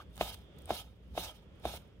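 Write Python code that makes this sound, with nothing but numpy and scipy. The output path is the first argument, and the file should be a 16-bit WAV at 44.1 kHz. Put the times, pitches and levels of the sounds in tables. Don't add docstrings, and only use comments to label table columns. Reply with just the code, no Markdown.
import sys
import numpy as np
from scipy import signal
from scipy.fft import rfft, irfft, next_fast_len
from scipy.io import wavfile
from scipy.ndimage import uniform_filter1d, map_coordinates

SR = 44100
rng = np.random.default_rng(int(sys.argv[2]) if len(sys.argv) > 2 else 0)


def to_wav(s):
    ch = np.atleast_2d(s).T
    pcm = np.round(np.clip(ch, -1, 1) * 32767)
    wavfile.write(sys.argv[1], SR, pcm.astype(np.int16))


def volts_from_db(level):
    exponent = np.asarray(level, float) / 20
    return 10 ** exponent


N = 88200


def unit(x):
    return x / np.sqrt(np.mean(x ** 2) + 1e-20)


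def along(points, hz):
    f, v = np.transpose(points)
    return np.interp(np.log(hz + 1), np.log(f + 1), v)


def curves(rows):
    s, *columns = np.transpose(rows)
    return [np.interp(np.arange(N) / SR, s, column) for column in columns]


def wobble(rate):
    knots = rng.standard_normal(int(N * rate / SR) + 4)
    return map_coordinates(knots, [np.arange(N) * rate / SR])


def filtered(x, response):
    m = next_fast_len(N + SR // 2)
    hz = np.fft.rfftfreq(m, 1 / SR)
    return irfft(rfft(x, m) * response(hz), m)[..., :N]


def pair(alike, gain):
    def mid_side(hz):
        angle = np.arccos(np.clip(along(alike, hz), -1, 1)) / 2
        return gain(hz) * [np.cos(angle), np.sin(angle)]

    mid, side = filtered(rng.standard_normal((2, N)), mid_side)
    return unit(np.array([mid + side, mid - side]))


def patchy(x, patch_db):
    z = signal.stft(x, nperseg=512)[2]
    field = rng.standard_normal(z.shape[1:])
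    field = uniform_filter1d(uniform_filter1d(field, 3, 0), 5, 1)
    return unit(signal.istft(z * volts_from_db(patch_db * unit(field)), nperseg=512)[1][:, :N])


# start in seconds, peak level in dB, hardness in dB per doubling of (1 + Hz / HARD_HZ).
KNOCKS = [(.2104, -15, 6), (.7055, -18, -1.5), (1.1771, -21, 1.5), (1.6535, -22, -3)]
# start in seconds, peak level in dB, hardness as for the knocks.
TAPS = [(.178, -43, 6), (.677, -45, 0), (.693, -35, 3), (.728, -39, 0), (.742, -40, 0), (1.152, -44, 0),
        (1.167, -42, -2), (1.196, -40, 0), (1.641, -44, -2), (1.738, -36, 0)]
# frequency in Hz, relative level in dB, t60 in seconds.
BOARD_MODES = [(80, -25, 0.088), (162, -24, 0.065), (221, -21, 0.063), (352.3, -20, 0.058),
               (487, -12.5, .025), (665.6, 4.5, 0.011), (776, -5.5, 0.0077), (1020, -15, 0.021),
               (1268, -15, 0.015), (1456, -26, 0.021), (1905, -10.5, 0.005), (2174, -20.5, 0.014),
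               (2510, -16.5, 0.011), (3266, -28, 0.034), (3662, -28, 0.019)]
# start in seconds, level in dB before the rise, frequency in Hz, t60 in seconds.
CLACKS = [(.002, -37.5, 1195, 0.025), (0.011, -49.5, 1574, 0.041), (0.019, -48, 1400, 0.016)]
ATTACK_CYCLES = 1.1
DIP_CYCLES = 0.12
HARD_HZ = 1000


def board():
    out, t = np.zeros(N + SR), np.arange(SR // 5) / SR

    def rise(hz):
        return 1 - np.exp(-t * hz / ATTACK_CYCLES)

    for rows, scatter_db in ((KNOCKS, 1), (TAPS, 3)):
        for s, db, hard_db in rows:
            ring = np.zeros(len(t))
            for hz, mode_db, t60 in BOARD_MODES:
                level_db = mode_db + rng.normal(0, scatter_db) + hard_db * np.log2(1 + hz / HARD_HZ)
                swing = np.cos(2 * np.pi * (hz * t - DIP_CYCLES))
                ring += rise(hz) * volts_from_db(level_db - 60 * t / t60) * swing
            out[round(s * SR):][:len(t)] -= volts_from_db(db) * ring / np.abs(ring).max()
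    for s, db, hz, t60 in CLACKS:
        out[round(s * SR):][:len(t)] += rise(hz) * volts_from_db(db - 60 * t / t60) * np.sin(2 * np.pi * hz * t)
    return np.array([out[:N], out[:N]])


# time in seconds, hiss level in dB, pressure on the board in dB,
# contact along the blade from 0 (heel) to 1 (tip).
STROKES = [
    [(0, -65, 8, 0.78), (.025, -70.5, 10, 0.84), (.056, -91, 1, .5), (.144, -73.5, -2, 0.46),
     (.158, -72, 2.5, 0.58), (.196, -59.5, 7, .3), (.214, -46.5, 4, .1), (.25, -48.5, -2.5, 0.068),
     (.28, -47.5, -3.5, 1), (.32, -52, -3.5, 0.96), (.348, -55, -3, 0.77), (.357, -69.5, 3, 1),
     (.42, -74.5, 4.5, 1), (.5, -94, 2, 0.66)],
    [(.57, -81.5, 3, 0.75), (.65, -72, -1, 0.82), (.682, -68, 8, 0.22), (.706, -48.5, 5, 0.06),
     (.74, -48, -3.5, 0.045), (.77, -47.5, -4.5, .9), (.804, -50, -5.5, 1), (.82, -56, 2, .9),
     (.836, -70, 5.5, .8), (.9, -77.5, 5, 0.4), (1, -86.5, 0, .5)],
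    [(1.08, -82, -9, .5), (1.132, -73.5, -7, 0.42), (1.16, -59.5, 2, .4), (1.18, -49, 1, 0.12),
     (1.23, -48, -4.5, .1), (1.262, -47, -4.5, 0.67), (1.29, -53, 0.5, .9), (1.312, -60, 6, .9),
     (1.328, -78, 14, .7), (1.355, -67.5, 2, 0.7), (1.41, -76.5, 8, 0.42), (1.5, -95, 6, .5)],
    [(1.57, -83, 3, 0.54), (1.614, -74.5, 0, 0.61), (1.646, -61.5, 11, 0.49), (1.656, -48, -2, .1),
     (1.7, -49, -2, 0.11), (1.742, -47.5, -7, 0.64), (1.776, -56, 4.5, 0.6), (1.788, -69, -8, .7),
     (1.85, -85.5, 19.5, 0.39), (1.96, -89, 0, .5), (2, -84, -2, .5)],
]
# frequency in Hz, relative level in dB per Hz.
HISS_COLOUR = [(880, -57), (1500, -20), (1940, -15), (2120, -6), (2430, -9), (3110, -4.5), (3470, -3.5),
               (3750, -3), (4140, -3.5), (5730, -8.5), (6140, -9.5), (7470, -13.5), (8660, -9.5),
               (10800, -10), (14200, -11.5), (15800, -15.5)]
# frequency in Hz, width in Hz, relative level in dB.
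RUB_MODES = [(716, 397, 1.5), (970, 200, 1), (1263, 71, -1), (1790, 220, -10), (2187, 270, -8),
             (2560, 230, -10)]
# frequency in Hz, width in Hz, relative level in dB with contact at the heel,
# relative level in dB with contact at the tip.
BLADE_MODES = [(2845, 210, -7, -3), (3187, 300, -7, 3), (3612, 300, -1, -5), (3737, 80, 0, -12),
               (4200, 240, -10.5, -10.5), (5010, 170, -10, -7), (5465, 170, -9, -11), (6234, 77, -17, -14)]
# frequency in Hz, left-right likeness from 0 to 1.
NEAR_ALIKE = [(100, 0.85), (800, 0.76), (1500, 0.9), (3000, 0.33), (8000, 0.17), (15000, 0.15)]
RUB_DB, BLADE_DB = -0.5, -2
GRIT_DB, PATCH_DB = 0.5, 3.5
FLICKER_DB = 2.5
BLADE_SHARE = 0.57


def slide():
    hiss_db, press_db, contact = curves(np.concatenate(STROKES))
    tipward = np.clip(contact, 0, 1)

    grit = volts_from_db(GRIT_DB * wobble(900) + 2.15 * wobble(60.03))
    hiss = grit * patchy(pair(NEAR_ALIKE, lambda hz: volts_from_db(along(HISS_COLOUR, hz))), PATCH_DB)

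    def wood(f):
        total = 0
        for k, (centre, width, db) in enumerate(RUB_MODES):
            damping = 1j * f * width
            total = total + (-1) ** k * volts_from_db(db) * damping / (centre ** 2 - f ** 2 + damping)
        return total

    rub = volts_from_db(FLICKER_DB * wobble(90)) * pair(NEAR_ALIKE, wood)

    blade = 0
    for hz, width, heel_db, tip_db in BLADE_MODES:
        level_db = heel_db + (tip_db - heel_db) * tipward + FLICKER_DB * wobble(45.2)
        band = pair(NEAR_ALIKE, lambda f: 1 / (1 + (2 * (f - hz) / width) ** 2))
        blade = blade + volts_from_db(level_db) * band

    rub_part = volts_from_db(press_db + RUB_DB) * unit(rub)
    blade_part = volts_from_db(BLADE_SHARE * press_db + BLADE_DB) * unit(blade)
    return volts_from_db(hiss_db) * (unit(hiss) + rub_part + blade_part)


# time in seconds, level in dB before TICK_TRIM_DB,
# dull part in dB over the bright part.
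TICKS = [(0.1074, -70, -10), (0.132, -65, -10), (0.151, -62, -18), (0.158, -48, -21), (0.1672, -53.5, 8),
         (0.1784, -52.5, 10), (0.3442, -49, 8.5), (0.3894, -62, -10), (0.4372, -66.5, -10),
         (0.562, -67, -10), (0.5853, -59, 6), (0.5885, -54, 0), (0.6206, -52, -10), (0.6571, -48, -1),
         (0.6933, -49, -4.5), (0.8574, -70, -10), (1.0792, -66.5, -13), (1.3523, -71, -13),
         (1.368, -65, -13), (1.5574, -68.5, -6), (1.5988, -61, -6), (1.6531, -43, -3), (1.8194, -63, -10),
         (1.8776, -66.5, -10)]
# frequency in Hz, relative level in dB.
BRIGHT_COLOUR = [(4000, -36), (5500, -28), (9000, 4), (11500, -8), (14000, -8), (16000, -13.5)]
# frequency in Hz, relative level in dB.
DULL_COLOUR = [(1200, -22), (2500, -25), (3600, -19), (5000, -25), (7000, -24)]
TICK_TRIM_DB = -2
TICK_T60_S, TICK_LEAD_S = 0.0091, 0.0018


def meat():
    t, bright, dull = np.arange(N) / SR, 0, 0
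    for s, db, dull_db in TICKS:
        span = np.where(t >= s, TICK_T60_S, TICK_LEAD_S)
        shape = volts_from_db(db + TICK_TRIM_DB - 60 * np.abs(t - s) / span)
        bright = bright + shape
        dull = dull + volts_from_db(dull_db) * shape
    bright_noise = patchy(pair(NEAR_ALIKE, lambda hz: volts_from_db(along(BRIGHT_COLOUR, hz))), patch_db=4)
    dull_noise = pair(NEAR_ALIKE, lambda hz: volts_from_db(along(DULL_COLOUR, hz)))
    return bright * bright_noise + dull * dull_noise


# frequency in Hz, t60 in seconds.
ROOM_DECAY = [(200, 0.26), (1000, 0.27), (10000, 0.27)]
# frequency in Hz, left-right likeness from 0 to 1.
FAR_ALIKE = [(40, 0.9), (90, 1), (170, 0.76), (400, 0.7), (1500, 0.17), (8000, 0.24)]


def kitchen(x):
    noise = pair(FAR_ALIKE, np.ones_like)[:, :SR // 2]
    hz, t, z = signal.stft(noise, SR, nperseg=256)
    decay = volts_from_db(-60 * t / along(ROOM_DECAY, hz)[:, None])
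    tail = signal.istft(z * decay, SR, nperseg=256)[1]
    tail = tail / np.linalg.norm(tail[0])
    delayed = np.pad(x, ((0, 0), (250, 0)))
    return signal.fftconvolve(delayed, tail, axes=1)[:, :N]


# time in seconds, level in dB.
SWELL = [(0.0, -52.5), (0.04, -56), (0.09, -48), (0.15, -59), (0.18, -48), (0.23, -43), (0.26, -53.5),
         (0.41, -51.5), (0.45, -61.5), (0.7, -50), (0.71, -43.5), (0.76, -56), (0.89, -54), (1.03, -59.5),
         (1.07, -54.5), (1.09, -49), (1.28, -53), (1.3, -59), (1.49, -55.5), (1.63, -58), (1.66, -42.5),
         (1.7, -50), (1.77, -51), (1.88, -57.5), (1.98, -55.5), (2.0, -51)]
# frequency in Hz, relative level in dB per Hz.
RUMBLE_COLOUR = [(12, -74), (20, -35), (27, -33.5), (40, -18.5), (54, 0.5), (86, -4), (116, -9), (145, -24),
                 (166, -9.5), (300, -22.5), (390, -63), (660, -120)]
# frequency in Hz, scale of the waver in Hz, level in dB over the rumble.
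HUM = (60, 3.06, -3.6)
# time in seconds, air level in dB over AIR_DB, change of the thin hiss in dB.
DRAUGHT = [(0, 3.5, 4), (.1, 4.5, 0.5), (.4, 2.5, 6.5), (.6, 3.5, 10), (.9, -1.5, -11), (1.05, 0, -5),
           (1.4, 2, -6), (1.55, 3.5, 1), (1.85, 2, -4), (2, 0.5, -7)]
# frequency in Hz, relative level in dB per Hz.
AIR_COLOUR = [(150, 4.5), (250, -6.5), (414, -2), (519, -2), (748, -15), (922, -17.5), (1330, -15.5),
              (1610, -20), (2810, -19.5), (3340, -19.5), (3910, -31.5), (4570, -30), (16000, -51)]
# frequency in Hz, width in Hz, level in dB over AIR_DB before the drift.
THIN = (3430, 500, -19.5)
AIR_DB = -61.5


def background():
    hum_hz, waver_hz, hum_db = HUM
    cycles = np.cumsum(hum_hz + waver_hz * wobble(8)) / SR + rng.random()
    hum = volts_from_db(hum_db) * np.sqrt(2) * np.sin(2 * np.pi * cycles)
    low_noise = pair(FAR_ALIKE, lambda hz: volts_from_db(along(RUMBLE_COLOUR, hz)))
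    rumble = volts_from_db(curves(SWELL)[0]) * (hum + low_noise)

    air_db, drift_db = curves(DRAUGHT)
    air = volts_from_db(air_db + 2.4 * wobble(4.99)) * pair(FAR_ALIKE, lambda hz: volts_from_db(along(AIR_COLOUR, hz)))
    thin_hz, width, thin_db = THIN
    thin_noise = pair(FAR_ALIKE, lambda hz: 1 / (1 + (2 * (hz - thin_hz) / width) ** 4))
    thin = volts_from_db(thin_db + drift_db) * thin_noise
    return rumble + volts_from_db(AIR_DB) * (air + thin)


def scene():
    knife = board() + slide() + meat()
    return knife + volts_from_db(-16) * kitchen(knife) + background()


def band_limit(x):
    return signal.sosfilt(signal.butter(12, 16480, fs=SR, output="sos"), x)


# frequency in Hz, left over right in dB.
PORTS = [(60, -1), (78, -1.0), (100, -0.5), (130, -2), (170, -3), (220, 3.5), (290, -5.5), (380, -1.5),
         (490, 1), (640, 1), (830, 0.0), (1080, -2), (1410, 0.5), (1830, -5), (2380, -0.5), (3100, -7.5),
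         (4030, -6.5), (5240, 0.5), (6820, -6), (8870, 6), (11500, -3), (15000, -10.5)]
LEAD_S, LEAD_FROM_HZ = 0.00014, 1100
LOW_CUT_HZ, TOP_HZ = 35, 15780


def record(dry):
    half = np.array([[.5], [-.5]])

    def response(hz):
        colour = volts_from_db(half * along(PORTS, hz))
        lead = half * LEAD_S / (1 + (LEAD_FROM_HZ / (hz + 1)) ** 4)
        low_cut = (1j * hz / (LOW_CUT_HZ + 1j * hz)) ** 2
        return colour * np.exp(2j * np.pi * hz * lead) * (hz < TOP_HZ) * low_cut

    return band_limit(filtered(dry, response))


dry = scene()
out = record(dry)
to_wav(out)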